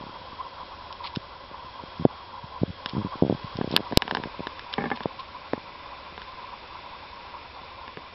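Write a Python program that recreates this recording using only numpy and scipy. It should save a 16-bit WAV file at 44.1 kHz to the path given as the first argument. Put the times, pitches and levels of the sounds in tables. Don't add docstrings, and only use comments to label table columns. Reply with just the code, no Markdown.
import sys
import numpy as np
from scipy import signal
from scipy.fft import rfft, irfft
from scipy.io import wavfile
from scipy.ndimage import uniform_filter1d

SR = 44100
rng = np.random.default_rng(int(sys.argv[2]) if len(sys.argv) > 2 else 0)


def digitize_waveform(pressure):
    field = np.atleast_2d(pressure).T
    bounded = np.clip(field, -1, 1)
    quanta = np.round(bounded * 32767).astype(np.int16)
    wavfile.write(sys.argv[1], SR, quanta)


N = 358974
TIME = np.arange(N) / SR
FREQS = np.fft.rfftfreq(N, 1 / SR)


def amp(db):
    return 10 ** (np.asarray(db) / 20)


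def unit(x):
    return x / np.sqrt(np.mean(x ** 2) + 1e-20)


def peaked(x):
    return x / abs(x).max()


def curve(rows):
    return np.interp(TIME, *np.transpose(rows))


def add(mix, s, sound):
    part = mix[max(round(s * SR), 0):][:len(sound)]
    part += sound[:len(part)]


def noise(gain):
    white = rng.standard_normal(N)
    return unit(irfft(rfft(white) * gain, N))


def coloured(points):
    hz, db = np.transpose(points)
    return noise(amp(np.interp(np.log(FREQS + 1), np.log(hz), db)))


def band(hz, width):
    return noise(1 / (1 + ((FREQS - hz) / (0.78 * width)) ** 2))


def low_pass(x, hz, size):
    taps = signal.firwin(size, hz, window=("kaiser", 9), fs=SR)
    return signal.oaconvolve(x, taps, "same")


def bass_cut(x, hz=130):
    return signal.sosfilt(signal.butter(3, hz, "high", fs=SR, output="sos"), x)


def ring(modes, tilt_db, smear_db):
    t = np.arange(SR // 10) / SR
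    hz, db, t60 = np.transpose(modes)[:, :, None]
    phase = 2 * np.pi * rng.random(hz.shape)
    octaves = np.log2(hz / hz[0])
    decay = amp(db + tilt_db * octaves - 60 * t / t60)
    blow = (decay * np.sin(2 * np.pi * hz * t + phase)).sum(0)
    blow *= 1 - np.exp(-t / 0.00009)
    echoes = rng.standard_normal(len(t)) * t * np.exp(-t / 0.0024)
    echoes /= np.linalg.norm(echoes)
    blow = blow + amp(smear_db) * signal.fftconvolve(blow, echoes)[:len(t)]
    return peaked(bass_cut(blow))


# frequency in Hz, relative level in dB per Hz.
HISS_COLOUR = [(20, -6.5), (35, -4), (75, 4.5), (130, -7), (330, -6.5), (700, -7.5), (1300, -10),
               (1600, -7), (1850, -13.5), (2900, -12.5), (4200, -12.5), (5400, -14.5), (6500, -21.5)]
# centre in Hz, width in Hz, level in dB over the bowl,
# level in dB at the cage's edge (rms, before the hiss level curve).
HISS_BANDS = [(551.3, 68, -54.5, -55.5), (3284, 130, -57, -66.5), (2400, 550, -60.5, -52.5),
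              (3550, 160, -65, -58)]
# frequency in Hz, level in dB (rms, before the hiss level curve).
WHINE_TONES = [(2008, -63.5), (3908, -67), (4000, -69)]
# time in seconds, gain in dB.
HISS_GAIN = [(0, -0.5), (.9, -0.5), (1.5, -2), (2, .5), (2.3, -2), (3.5, 2), (4, 1.5), (5, -1), (7, -0.5),
             (8.14, -2)]


def hiss(base_db=-46):
    out = amp(base_db) * coloured(HISS_COLOUR)
    swing = curve([(3.6, 0), (4.5, 1)])
    for hz, width, bowl_db, edge_db in HISS_BANDS:
        out += amp(bowl_db + swing * (edge_db - bowl_db)) * band(hz, width)
    for hz, db in WHINE_TONES:
        out += amp(db) * band(hz, width=26)
    return out * amp(curve(HISS_GAIN))


# centre in Hz, width in Hz, relative level in dB.
WAVER_PARTIALS = [(739, 150, -15), (843, 87, -13), (975, 72, -4.5), (1040.4, 52, -6.5), (1091, 110, -7.5),
                  (1360, 110, -15.5)]
# time in seconds, level in dB.
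WAVER_LEVEL = [(0, -45), (.7, -41.5), (1.35, -45), (2, -43), (2.58, -44), (2.74, -57.5), (2.82, -41),
               (3.2, -41), (3.28, -50), (3.45, -42.5), (5.2, -44.5), (6.5, -43.5), (8.14, -45)]
# middle in seconds, rise in dB.
WAVER_SWELLS = [(0.409, 12.5), (1.048, 8.5), (3.131, 8.5), (6.528, 8)]
SWELL_S = 0.013


def waver(flutter_db=4, flutter_hz=24, throb_db=2.5, throb_hz=13):
    out = np.zeros(N)
    for hz, width, db in WAVER_PARTIALS:
        flutter = np.clip(noise(FREQS < flutter_hz), -2, 1.5)
        out += amp(db) * unit(band(hz, width) * amp(flutter_db * flutter))
    throb = np.minimum(noise((FREQS > 2) & (FREQS < throb_hz)), 1)
    swells = sum(db * np.exp(-((TIME - s) / SWELL_S) ** 2) for s, db in WAVER_SWELLS)
    return out * amp(curve(WAVER_LEVEL) + throb_db * throb + swells)


# middle of the first push
# in seconds, middle of the last push in seconds, number of slips, first peak in dB, last peak in dB,
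# middle bandwidth in Hz.
GRIP_JUDDERS = [(.01, 0.095, 4, -31, -33.5, 420), (1.9977, 2.022, 3, -21.5, -24, 205),
                (2.68, 2.702, 3, -30, -26, 150), (2.9345, 2.967, 3, -23.5, -17, 290),
                (2.9807, 3.0192, 5, -15.5, -28, 260), (3.0482, 3.0693, 3, -17, -28, 270),
                (3.2351, 3.279, 4, -6, -22.5, 600), (3.334, 3.348, 2, -29, -22.5, 190),
                (3.612, 3.708, 4, -13, -22.5, 560), (3.7855, 3.8047, 3, -22, -19, 720),
                (3.914, 3.931, 2, -24, -18.5, 620), (4.124, 4.1354, 2, -20.5, -27, 680),
                (4.1855, 4.1995, 2, -25, -23.5, 600), (4.257, 4.272, 2, -22.5, -28, 600),
                (4.394, 4.405, 2, -24, -21, 596), (5.5778, 5.639, 2, -27, -40, 650)]


def judders(uneven_oct=.08):
    rows = []
    for first_s, last_s, slips, first_db, last_db, hz in GRIP_JUDDERS:
        for share in np.linspace(0, 1, int(round(slips))):
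            s = first_s + share * (last_s - first_s)
            db = first_db + share * (last_db - first_db)
            rows.append((s, db, hz * 2 ** (uneven_oct * rng.standard_normal())))
    return rows


def faint_shifts(per_s=2.3, middle_db=-43.5, spread_db=7.5, middle_hz=600):
    draws = rng.random((80, 4))
    keep_chance = per_s * N / SR / len(draws)
    rows = []
    for chance, when, size, shortness in draws:
        if chance < keep_chance:
            db = middle_db + spread_db * (2 * size - 1)
            hz = middle_hz * 2 ** (2 * shortness - 1)
            rows.append((when * N / SR, db, hz))
    return rows


# middle of the push in seconds, peak in dB before the recorder,
# bandwidth in Hz (higher is a shorter push).
GRIP_THUMPS = [(0.3308, -34.5, 460), (1.171, -17, 278), (1.514, -34.5, 600), (1.837, -28, 620),
               (2.0522, 0.5, 660), (2.06, -9.5, 330), (2.4412, -30.5, 127), (2.6168, -18.5, 130),
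               (2.6336, -8, 420), (2.86, -28.5, 500), (3.156, -27, 450), (3.2237, -3, 480),
               (3.298, -8.5, 650), (3.3084, -12, 470), (3.3253, -12, 550), (3.4445, -25.5, 132),
               (3.5548, -26.5, 130), (3.588, -16.5, 574), (3.7256, -20, 440), (3.7398, -14, 650),
               (3.7514, -21, 460), (4.0528, -31, 640), (4.4693, -28.5, 550), (5.0573, -10, 1150),
               (5.5342, -10, 1240), (6.1248, -34.5, 856), (7.6153, -36, 890), (7.9724, -26, 1000)]
# frequency in Hz,
# level in dB before the brightness tilt, t60 in seconds.
PLASTIC_MODES = [(229, -16, 0.039), (427, -11, .028), (760, -6.5, 0.02), (985, 1.5, 0.015),
                 (1220, -12, 0.0067), (1670, 4.5, 0.0088), (2237, -21, 0.00088), (2480, -16.5, 0.0014),
                 (2960, 3.5, 0.0056), (3633, 0, 0.0076), (4360, -9, 0.0029), (5100, -4, 0.0054),
                 (5545, -17, 0.0069)]


def thumps(ring_db=-36, body_hz=880):
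    out, lead = np.zeros(N), SR // 200
    t = np.arange(-lead, SR // 25) / SR
    body = signal.butter(4, body_hz, fs=SR, output="sos")
    for s, db, hz in GRIP_THUMPS + judders() + faint_shifts():
        push = 1 / np.cosh(np.minimum(5.5 * hz * t, 50))
        swing = peaked(bass_cut(signal.sosfilt(body, push)))
        add(out, s - lead / SR, -amp(db) * swing)
        add(out, s, amp(db + ring_db) * ring(PLASTIC_MODES, tilt_db=1.5, smear_db=-28.5))
    return out


# start in seconds, peak in dB before the recorder,
# brightness in dB per octave.
PLASTIC_CLICKS = [(0.927, -24.5, 13), (1.1603, -16, 10), (2.0515, -21.5, -0.5), (2.86, -13.5, 3.5),
                  (2.895, -25, 13), (3.570, -26, 13), (3.6136, -17.5, -6), (3.714, -21.5, 13),
                  (3.7623, -12, -6.5), (3.765, -4, 5.5), (3.775, -9.5, -1.5), (3.9238, -16, -7.5),
                  (3.9735, -5.5, 3.5), (4.0213, -7, 0), (4.0788, -16, -2.5), (4.111, -11, -1),
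                  (4.1497, -10, -1.5), (4.170, -12.5, -3.5), (4.2373, -15.5, -3), (4.4705, -15.5, -0.5),
                  (4.594, -23, 4), (4.7381, -17, 4.5), (4.903, -19.5, -3), (4.9735, -24.5, -1),
                  (5.006, -19.5, -5.5), (5.0348, -24.5, 4), (5.0577, -24, -8.5), (5.5339, -13.5, -9.5),
                  (6.178, -24, -4), (6.2184, -22, -0.5), (7.879, -23.5, -2), (7.972, -23, -6.5)]


def clicks():
    out = np.zeros(N)
    for s, db, tilt_db in PLASTIC_CLICKS:
        add(out, s, amp(db) * ring(PLASTIC_MODES, tilt_db, smear_db=-13.5))
    return out


# middle in seconds, length in seconds, level in dB at the top of the swell.
DRY_SCUFFS = [(1.06, 0.063, -36.5), (1.155, 0.012, -38.5), (2.896, 0.038, -42), (3.732, 0.093, -40.5),
              (4.733, 0.019, -37), (4.962, .02, -42.5), (5.032, 0.011, -43.5), (5.201, 0.026, -39.5)]
# frequency in Hz, relative level in dB.
FRICTION_COLOUR = [(1200, -29), (2000, -10), (2600, -4), (3400, -3), (4300, -3), (5400, -15)]


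def scuffs(grain_db=3):
    swells = np.zeros(N)
    for s, length, db in DRY_SCUFFS:
        add(swells, s - length / 2, amp(db) * signal.windows.tukey(int(length * SR), .7))
    grain = unit(uniform_filter1d(rng.standard_normal(N), size=90))
    return swells * unit(coloured(FRICTION_COLOUR) * amp(grain_db * grain))


# middle of the crack in seconds, crack level in dB,
# crack frequency in Hz, crack length in seconds, level in dB of the air shoved at the microphone.
PLASTIC_SNAPS = [(3.7649, 5, 3896, 0.0002, -39), (3.9739, 5, 4310, 0.00029, 4.5),
                 (4.7393, -19, 3280, 0.00086, -48)]


def snaps(shove_length=0.00031):
    out, lead = np.zeros(N), SR // 500
    t = np.arange(SR // 50) / SR
    for s, db, hz, length, shove_db in PLASTIC_SNAPS:
        burst = np.exp(-((t - lead / SR) / length) ** 2)
        add(out, s - lead / SR, amp(db) * burst * np.sin(2 * np.pi * hz * t))
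        add(out, s, amp(shove_db) * peaked(t * np.exp(-t / shove_length)))
    return out


# start in seconds, peak in dB before the recorder.
CREAK_SLIPS = [(4.781, -13.5), (4.79, -26), (4.8074, -22), (4.82, -24), (4.84, -17), (4.856, -18.5),
               (4.915, -12.5)]
# frequency in Hz, level in dB before the tilt, t60 in seconds.
PANEL_MODES = [(160, -4, 0.064), (230, 0, 0.06), (421, 1.5, 0.032), (576, -7, 0.064), (804, 1, 0.064),
               (1058, 1.5, 0.028), (1154, -0.5, 0.029), (1610, -5.5, 0.049), (1737, 3, 0.037),
               (2140, -2, 0.027), (2226, -3, 0.024), (3280, -10.5, 0.016)]
REBOUND_S, REBOUND_DB = 0.00301, -11


def creak(chatter_db=-31, count=28):
    out = np.zeros(N)
    for s, db in CREAK_SLIPS:
        for delay, drop_db in ((0, 0), (REBOUND_S, REBOUND_DB)):
            add(out, s + delay, amp(db + drop_db) * ring(PANEL_MODES, tilt_db=-1.1, smear_db=-7.5))
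    for k, delay in enumerate(rng.uniform(0.0022, 0.026, count)):
        s = CREAK_SLIPS[k % len(CREAK_SLIPS)][0] + delay
        add(out, s, amp(chatter_db) * ring(PANEL_MODES, tilt_db=-4, smear_db=-7))
    return out


def scene():
    return (hiss() + waver() + thumps() + clicks() + scuffs() + snaps() + creak())[None]


def gain_control(x, threshold_db=-17, depth=0.54, recovery_db_per_s=250):
    power = signal.lfilter(np.ones(88) / 88, 1, x ** 2)
    fall = TIME * recovery_db_per_s
    held_db = np.maximum.accumulate(10 * np.log10(power + 1e-12) + fall) - fall
    over_db = np.maximum(held_db - threshold_db, 0)
    cut_db = depth * signal.lfilter(np.ones(220) / 220, 1, over_db)
    return x / amp(cut_db)


def record(dry, voice_band_hz=5560, edge_hz=15000):
    voice = low_pass(dry[0], voice_band_hz, size=301)
    clipped = np.clip(gain_control(voice), -1, 1)
    return low_pass(clipped, edge_hz, size=201)[None]


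dry = scene()
out = record(dry)
digitize_waveform(out)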